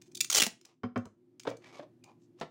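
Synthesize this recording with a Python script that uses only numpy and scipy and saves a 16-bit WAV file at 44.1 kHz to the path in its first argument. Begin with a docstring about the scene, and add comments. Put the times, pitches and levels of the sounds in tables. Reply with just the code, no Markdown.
"""A low rush as of a fan lasts throughout, as shaped noise, with a few faint wavering tones in the background.
Handled film ticks from the start; packing tape then tears off its roll in a quick run of snaps:
cracks and fractures excite the strip. Fingers brush over it, and the roll lands with two hollow bumps
and a faint third, as decaying modes. Last a thumb rubs and squeaks the strip onto a plastic case, as slips
and tones, while the case knocks on the bench, as modes and clatter. A small room adds a diffuse tail."""
import sys
import numpy as np
from scipy import signal
from scipy.fft import rfft, irfft, next_fast_len
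from scipy.io import wavfile

SR = 44100
rng = np.random.default_rng(int(sys.argv[2]) if len(sys.argv) > 2 else 0)


def to_wav(s):
    """Save 16-bit WAV."""
    ch = np.atleast_2d(s).T  # columns
    pcm = np.round(np.clip(ch, -1, 1) * 32767)  # PCM
    wavfile.write(sys.argv[1], SR, pcm.astype(np.int16))


N = 110250
TIME = np.arange(N) / SR
EVENT_TIME = TIME[:SR // 2]

# Snaps as the film gives way; crack is relative to the run, ring to the resonator's own output:
# [t/s, level/dB, crack level/dB, run length/s, film ring f/Hz, film ring level/dB]
SNAPS = [(0.1486, -38, -19.5, 0.0075, 6160, 1.5), (0.1698, -39.5, -21, 0.00796, 7100, -6),
         (0.2058, -20, -14.5, 0.0066, 7020, 3.5), (0.2453, -34, -9, 0.0034, 6494, 2.5),
         (0.3, -23.5, -5, 0.0055, 6700, 6), (0.3129, -31, -13, 0.0038, 5760, 2),
         (0.3232, -25.5, -12, 0.0083, 5940, -9), (0.3276, -31.5, -19.5, 0.0067, 5760, 1.5),
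         (0.341, -31.5, -5.5, 0.002, 5766, -4), (0.3462, -18.5, -22.5, 0.006, 5850, 11.5),
         (0.3572, -22, -14, 0.0041, 5410, -4.5), (0.3672, -23, -2.5, 0.0053, 3630, -3),
         (0.3698, -20.5, -15, 0.0097, 6500, -1.5), (.3810, -18.5, -10.5, 0.006, 4960, 2.5),
         (0.3896, -29, -3.5, 0.0015, 4400, -0.5), (0.4, -18.5, -5, 0.0083, 3148, 8),
         (0.4198, -17, -7, 0.0063, 2350, 7.5), (0.436, -25.5, 0, 0.0059, 6170, -1),
         (0.444, -35.5, -3, 0.003, 6400, -9), (0.4578, -38, -2, 0.001, 6333, -19),
         (0.4661, -28.5, 2, 0.004, 2650, 4)]
# Spectrum of the film: [f/Hz, level/dB]
FILM_SPECTRUM = [(80, -12), (300, -5.5), (850, -7), (1000, -12), (1350, -3.5), (1750, -10), (2500, -6),
                 (4000, -2), (7000, -1.5), (8200, -6.5), (10000, -8), (13000, -20), (15000, -8),
                 (16000, -11)]
# Bass edge of the sound, which sinks as the freed strip grows: [t/s, f/Hz]
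BASS_EDGE = [(.15, 2930), (.21, 1950), (.30, 877), (.35, 415), (.385, 338.4), (.42, 151.1)]
# Modes of the plucked strip, before the common twang level: [f/Hz, level/dB, t60/s]
TWANG_MODES = [(225, 6.5, 0.05), (418, -15.5, 0.067), (669, -4, 0.067), (860, -1.5, 0.028)]
TWANG_DB, TWANG_RISE_CYCLES = -32.5, 0.37
FILM_RING_WIDTH_HZ = 400
STRIP_PITCH_SHARE = 0.58  # round trips per second, as a share of the bass edge
STRIP_RING_DB, STRIP_RING_SHARE, STRIP_RING_WIDTH_HZ = -0.5, 1.3, 110  # share of the bass edge
TUG_DB, TUG_HZ = -9.5, 90  # tug level at the last bass edge, and its low-pass
TAPE_ROOM_DB = -13


def tape_rip():
    """Stick-slip fracture: each crack and run excites the strip and jerks the roll; the last also twangs."""
    out = np.zeros(N)
    last_edge_hz = BASS_EDGE[-1][1]
    for s, db, crack_db, length_s, ring_hz, ring_db in SNAPS:
        edge_hz = np.interp(s, *np.transpose(BASS_EDGE))
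        force = film_run(length_s)
        force[0] += from_db(crack_db)
        travelling = strip_echoes(force, STRIP_PITCH_SHARE * edge_hz)
        film = film_resonances(colour(travelling, FILM_SPECTRUM), edge_hz)
        snap = cut(film, edge_hz, "high", order=3)
        film_ring = from_db(ring_db) * resonate(snap, ring_hz, FILM_RING_WIDTH_HZ)
        strip_ring = resonate(snap, STRIP_RING_SHARE * edge_hz, STRIP_RING_WIDTH_HZ)
        strip_ring = from_db(STRIP_RING_DB) * strip_ring
        # The tug weighs more as the strip grows and its bass edge sinks.
        tug = from_db(TUG_DB) * last_edge_hz / edge_hz * cut(force, TUG_HZ, "low")
        add(out, s, at_level(snap + film_ring + strip_ring + tug, db))
    twang = from_db(TWANG_DB) * ringing(TWANG_MODES, 1, TWANG_RISE_CYCLES)
    add(out, SNAPS[-1][0], twang)
    return in_room(out, TAPE_ROOM_DB)


RUN_RISE, RUN_RELEASE_S = 0.4, 0.0012  # power of time by which the run's energy grows; decay time
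FRACTURES_PER_S, RUN_GRAIN_DB = 15000, 2


def film_run(length_s):
    """Crack propagation: a burst of random micro-fractures swells for its length, then quickly decays."""
    t = EVENT_TIME[:SR // 10]
    rise = np.minimum(t / length_s, 1) ** (RUN_RISE / 2)
    release = np.exp(-np.maximum(t - length_s, 0) / RUN_RELEASE_S)
    return unit(grains(len(t), FRACTURES_PER_S, RUN_GRAIN_DB) * rise * release)


STRIP_ECHO = 0.2366  # gain per round trip


def strip_echoes(x, hz):
    """Wave reflection: a feedback comb sends the wave to and fro between the roll and the held end."""
    feedback = np.zeros(int(SR / hz) + 1)
    feedback[0], feedback[-1] = 1, -STRIP_ECHO
    return signal.lfilter([1], feedback, x)


# Resonances of the taut film at the reference bass edge: [f/Hz, level/dB]
FILM_MODES = [(2370, 4), (3550, 1.5), (6980, -1.5), (8750, 2)]
FILM_MODE_WIDTH_HZ, FILM_MODES_EDGE_HZ = 110, 2000
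FILM_MODE_SAG = 0.09  # power of the bass edge that the pitch follows


def film_resonances(x, edge_hz):
    """Resonance of a taut film: narrow modes stand out and sink in pitch as the strip grows."""
    pitch = (edge_hz / FILM_MODES_EDGE_HZ) ** FILM_MODE_SAG
    modes = sum(from_db(db) * resonate(x, pitch * hz, FILM_MODE_WIDTH_HZ) for hz, db in FILM_MODES)
    return x + modes


# Bumps as the roll lands and rocks; contact f is a low-pass:
# [t/s, ring level/dB, clatter level/dB, contact f/Hz, pitch factor]
ROLL_BUMPS = [(.8338, -14, -35.5, 3200, 0.99), (.9590, -11, -29.5, 2300, 0.99),
              (1.054, -32.5, -47, 650, 0.87)]
# Modes of the roll, before each bump's pitch factor and ring level: [f/Hz, level/dB, t60/s]
ROLL_MODES = [(115.26, 0, 0.084), (203, -6.5, 0.087), (246.8, -1.5, 0.096), (451.2, -14.5, 0.07),
              (548.4, -25, 0.13), (755, -21.5, 0.082), (1069, -16, 0.045), (1144, -14, 0.031),
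              (1357, -22.5, 0.045), (3150, -36.5, 0.11), (5020, -40.5, 0.15)]
# Spectrum of its clatter: [f/Hz, level/dB]
ROLL_CLATTER = [(50, -15), (100, 4), (230, -20), (350, 1), (700, -4.5), (930, -10), (1200, -2), (2200, -15),
                (3300, -25.5), (6000, -30.5), (14000, -57)]
ROLL_CLATTER_T60_S, ROLL_RISE_CYCLES, ROLL_ROOM_DB = 0.1, 3.33, -11


def roll():
    """Modal impact: the cardboard core booms as it lands on the bench."""
    bumps = knocks(ROLL_BUMPS, ROLL_MODES, ROLL_CLATTER, ROLL_CLATTER_T60_S, ROLL_RISE_CYCLES)
    return in_room(bumps, ROLL_ROOM_DB)


# Knocks of the plastic case on the bench; contact f is a low-pass:
# [t/s, ring level/dB, clatter level/dB, contact f/Hz, pitch factor]
CASE_KNOCKS = [(1.452, -51, -40.5, 1100, 1.32), (1.469, -48.5, -34.5, 2000, 1),
               (1.4735, -31, -26.5, 2555, 1.024), (1.512, -50, -35, 1700, 1.11),
               (1.7945, -42, -38, 1340, 1.123), (1.830, -49.5, -52, 890, 1.2),
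               (2.412, -36, -30.5, 3500, 1.323), (2.427, -64, -36.5, 2530, 1.3)]
# Modes of the case, before each knock's pitch factor and ring level: [f/Hz, level/dB, t60/s]
CASE_MODES = [(116.1, -8.5, 0.2), (269.3, -5.5, 0.13), (461.5, 0.5, 0.081), (518.7, 1.5, 0.08),
              (642, -18.5, 0.22), (1016, -7.5, 0.065), (1538, -8.5, 0.059), (2250, -18.5, 0.14),
              (3077, -10.5, 0.041)]
# Spectrum of its clatter: [f/Hz, level/dB]
CASE_CLATTER = [(50, -20.5), (120, -31), (270, 0.5), (350, -15), (500, -0.5), (680, -3), (820, -10.5),
                (1020, -8), (1400, -16.5), (2100, -16), (2900, -20), (3600, -19), (7000, -29.5),
                (14000, -42.5)]
CASE_CLATTER_T60_S, CASE_RISE_CYCLES, CASE_ROOM_DB = 0.063, 0.41, -10


def case():
    """Modal impact: the hollow case rocks under the thumb and knocks on the bench."""
    blows = knocks(CASE_KNOCKS, CASE_MODES, CASE_CLATTER, CASE_CLATTER_T60_S, CASE_RISE_CYCLES)
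    return in_room(blows, CASE_ROOM_DB)


def knocks(blows, modes, clatter_spectrum, clatter_t60_s, rise_cycles):
    """Modal superposition: main modes, shifted by the grip, plus noise for dense ones; soft contacts are dull."""
    out = np.zeros(N)
    decay = from_db(-60 * EVENT_TIME / clatter_t60_s)
    for s, ring_db, clatter_db, contact_hz, pitch in blows:
        ring = cut(ringing(modes, pitch, rise_cycles), contact_hz, "low", order=1)
        clatter = colour(rng.standard_normal(len(EVENT_TIME)) * decay, clatter_spectrum)
        clatter = cut(clatter, contact_hz, "low", order=1)
        add(out, s, from_db(ring_db) * ring + at_level(clatter, clatter_db))
    return out


def ringing(modes, pitch, rise_cycles):
    """Free decay of modes: each swings up within its first cycles, so the low ones arrive last."""
    t = EVENT_TIME
    out = np.zeros(len(t))
    for k, (hz, db, t60) in enumerate(modes):
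        sign = (-1) ** k  # neighbouring modes start in opposite phase
        rise = (1 - np.exp(-hz * t / rise_cycles)) ** 2
        out += sign * from_db(db - 60 * t / t60) * np.sin(2 * np.pi * pitch * hz * t) * rise
    return out


# Strokes of the fingers over the tape and the roll:
# [middle t/s, level/dB, half length/s, resonance f/Hz, resonance level/dB]
RUBS = [(0.69, -69.5, 0.039, 2510, -1), (1.669, -56, 0.041, 1800, 6.5), (1.764, -54.5, 0.041, 1133, -5),
        (1.835, -53, 0.01, 666, 17), (2.089, -60, 0.035, 802, 16), (2.234, -76, 0.0221, 7330, 27),
        (2.405, -59.5, 0.02, 2820, -10)]
# Squeaks of the thumb on the film: [middle t/s, level/dB, half length/s, f/Hz]
SQUEAKS = [(1.666, -62.5, .025, 2280), (1.742, -61, 0.043, 2242), (2.085, -68.5, 0.038, 2434)]
# Spectrum of the slips: [f/Hz, level/dB]
RUB_SPECTRUM = [(150, -21.5), (400, 6.5), (700, 3.5), (1150, 3), (1500, -9), (2500, -4.5), (4200, -6.5),
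                (6300, -10), (9000, -22.5), (13000, -31), (15300, -53)]
SLIPS_PER_S, RUB_GRAIN_DB, RUB_ROOM_DB = 5000, -3.5, -11.5
RUB_RING_WIDTH = 0.27  # as a share of the resonance's pitch
RUB_JUDDER_DB, RUB_JUDDER_HZ = 2.5, 67


def thumb_rub():
    """Stick-slip friction: juddering micro-slips excite a resonance; wavering tones make the squeaks."""
    judder = from_db(RUB_JUDDER_DB * drift(RUB_JUDDER_HZ))
    slips = colour(judder * grains(N, SLIPS_PER_S, RUB_GRAIN_DB), RUB_SPECTRUM)
    out = np.zeros(N)
    for s, db, half_s, ring_hz, ring_db in RUBS:
        ring = from_db(ring_db) * resonate(slips, ring_hz, RUB_RING_WIDTH * ring_hz)
        out += swell(s, db, half_s) * rms_one(slips + ring)
    for s, db, half_s, hz in SQUEAKS:
        out += swell(s, db, half_s) * wavering_tone(hz, wander_hz=25.1, swell_db=6.0, rate_hz=87)
    return in_room(out, RUB_ROOM_DB)


def swell(s, db, half_s):
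    """Gaussian envelope: a stroke swells and fades around time s."""
    return from_db(db) * np.exp(-((TIME - s) / half_s) ** 2)


# Small ticks of the handled film: [t/s, level/dB, run length/s]
TICKS = [(0.0158, -53.5, 0.0072), (0.059, -64.5, 0.022), (0.116, -62, 0.0062), (.612, -59.5, 0.0026),
         (0.651, -51.5, 0.0051), (0.9754, -55.5, 0.0042), (1.0545, -57.5, 0.0031), (1.3967, -46, 0.0047),
         (1.4334, -54.5, 0.0025), (1.491, -50.5, 0.014), (1.5684, -58.5, 0.0043), (2.039, -54, 0.0041),
         (2.399, -57, 0.0031)]
# Spectrum of a tick: [f/Hz, level/dB]
TICK_SPECTRUM = [(300, -16.5), (1500, -11), (2300, -3), (4000, -4), (6400, 1.5), (8500, -8), (12500, -23),
                 (15300, -15)]
TICK_ROOM_DB = -9.5


def film_ticks(crack_db=-13):
    """Impulsive excitation: slack film crinkles and sticks under the fingers, a crack and a run per tick."""
    out = np.zeros(N)
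    for s, db, length_s in TICKS:
        force = film_run(length_s)
        force[0] += from_db(crack_db)
        add(out, s, at_level(colour(force, TICK_SPECTRUM), db))
    return in_room(out, TICK_ROOM_DB)


# Spectrum of the low rush: [f/Hz, level/dB]
RUSH_SPECTRUM = [(25, -33.5), (70, -22.5), (120, -8), (190, -6.5), (260, -4.5), (350, 1.5), (440, -18),
                 (600, -21.5), (1200, -33), (4500, -41.5), (16000, -50.5)]
# Course of the background, before the offsets of rush and tones: [t/s, level/dB]
BACKGROUND_LEVEL = [(0, -62.5), (.19, -59), (.55, -70.5), (.8, -74), (1.1, -69.5), (1.4, -66), (1.7, -62),
                    (2.5, -64)]
# Wavering tones of the background, before their offset and the course: [f/Hz, level/dB]
BACKGROUND_TONES = [(118.4, -73.5), (157, -76.5), (258, -71), (352, -68)]
RUSH_DB, TONES_DB = -2.5, -1.5  # offsets
TONE_WANDER, TONE_SWELL_DB, TONE_DRIFT_HZ = 0.031, 3.5, 13  # wander as a share of the pitch


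def fan_background():
    """Broadband and tonal noise: a low rush with a few faint wavering tones in the background."""
    level_db = np.interp(TIME, *np.transpose(BACKGROUND_LEVEL))
    rush = rms_one(colour(rng.standard_normal(N), RUSH_SPECTRUM))
    tones = np.zeros(N)
    for hz, db in BACKGROUND_TONES:
        tones += from_db(db) * wavering_tone(hz, TONE_WANDER * hz, TONE_SWELL_DB, TONE_DRIFT_HZ)
    tones_db = TONES_DB + level_db - level_db.mean()
    return from_db(level_db + RUSH_DB) * rush + from_db(tones_db) * tones


def wavering_tone(hz, wander_hz, swell_db, rate_hz):
    """Frequency and amplitude modulation: a tone whose pitch and level wander at random; rms 1."""
    phase = 2 * np.pi * np.cumsum(hz + wander_hz * drift(rate_hz)) / SR
    return rms_one(np.sin(phase) * from_db(swell_db * drift(rate_hz)))


def drift(rate_hz):
    """Band-limited random modulation: low-passed noise of rms 1, its first second dropped."""
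    return rms_one(cut(rng.standard_normal(N + SR), rate_hz, "low")[SR:])


# Reverberation time of the room: [f/Hz, t60/s]
ROOM_T60 = [(100, 0.27), (700, 0.229), (3000, 0.2217), (7000, 0.22), (15000, 0.15)]
ROOM_DELAY_S = 0.0045


def in_room(x, wet_db):
    """Diffuse reverberation: the sound and its exponential noise tail, which dies sooner in the treble."""
    size = len(EVENT_TIME)
    white = rfft(rng.standard_normal(size))
    hz = np.fft.rfftfreq(size, 1 / SR)
    edges = np.r_[0, np.geomspace(200, SR / 2, num=7)]
    tail = np.zeros(size)
    for lo, hi in zip(edges, edges[1:]):
        band = irfft(white * (hz >= lo) * (hz < hi))
        tail += band * from_db(-60 * EVENT_TIME / at_hz(ROOM_T60, (lo + hi) / 2))
    tail = unit(tail * (EVENT_TIME > ROOM_DELAY_S))
    return x + from_db(wet_db) * signal.fftconvolve(x, tail)[:N]


def grains(size, per_s, spread_db):
    """Poisson-like excitation: micro-clicks of uneven strength at random moments; rms 1."""
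    happens = rng.random(size) < per_s / SR
    strength = from_db(spread_db * np.minimum(rng.exponential(1, size), 4))
    return rms_one(happens * rng.standard_normal(size) * strength)


def resonate(x, hz, width_hz):
    """Damped oscillator: one two-pole resonance, gain 1 on top."""
    r = np.exp(-np.pi * width_hz / SR)
    zeros = np.array([1, 0, -1]) * (1 - r * r) / 2
    poles = [1, -2 * r * np.cos(2 * np.pi * hz / SR), r * r]
    return signal.lfilter(zeros, poles, x + 1e-18)


def colour(x, spectrum):
    """Minimum-phase filtering: the folded cepstrum gives a causal filter with the given spectrum."""
    size = 2 * next_fast_len(len(x))
    gain = from_db(at_hz(spectrum, np.fft.rfftfreq(size, 1 / SR)))
    cepstrum = irfft(np.log(gain))
    cepstrum[1:size // 2] *= 2
    cepstrum[size // 2 + 1:] = 0
    return irfft(rfft(x, size) * np.exp(rfft(cepstrum)))[:len(x)]


def cut(x, hz, kind, order=2):
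    """Butterworth response: low- or high-pass."""
    sos = signal.butter(order, min(hz, SR / 2 - 1), kind, fs=SR, output="sos")
    return signal.sosfilt(sos, x + 1e-18)


def at_hz(points, hz):
    """Logarithmic frequency scale: read a table by interpolation."""
    f, value = np.transpose(points)
    return np.interp(np.log(np.maximum(hz, 1)), np.log(f), value)


def from_db(db):
    """Level definition: decibels to amplitude gain."""
    return 10 ** (np.asarray(db) / 20)


def rms_one(x):
    """Power normalisation: scale to rms 1."""
    return x / np.sqrt(np.mean(x ** 2) + 1e-20)


def unit(x):
    """Energy normalisation: scale to energy 1."""
    return x / np.sqrt(np.sum(x ** 2) + 1e-20)


LEVEL_WINDOW_S = 0.005


def at_level(x, db):
    """Energy-equivalent level: the event's whole energy, taken as rms over the level window."""
    return unit(x) * from_db(db) * np.sqrt(LEVEL_WINDOW_S * SR)


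def add(out, s, x):
    """Linear superposition: mix an event in at time s."""
    i = max(int(s * SR), 0)
    out[i:i + len(x)] += x[:N - i]


def scene():
    """Linear superposition: everything at the bench, in one channel."""
    return (tape_rip() + film_ticks() + roll() + case() + thumb_rub() + fan_background())[None]


CUTOFF_HZ = 15900


def record(dry):
    """Band limitation: the microphone loses the deepest bass, and the top is cut steeply."""
    thin = cut(dry, 50, "high")
    steep = signal.ellip(10, 0.3, 75, CUTOFF_HZ, fs=SR, output="sos")
    return signal.sosfilt(steep, thin)


dry = scene()
out = record(dry)
to_wav(out)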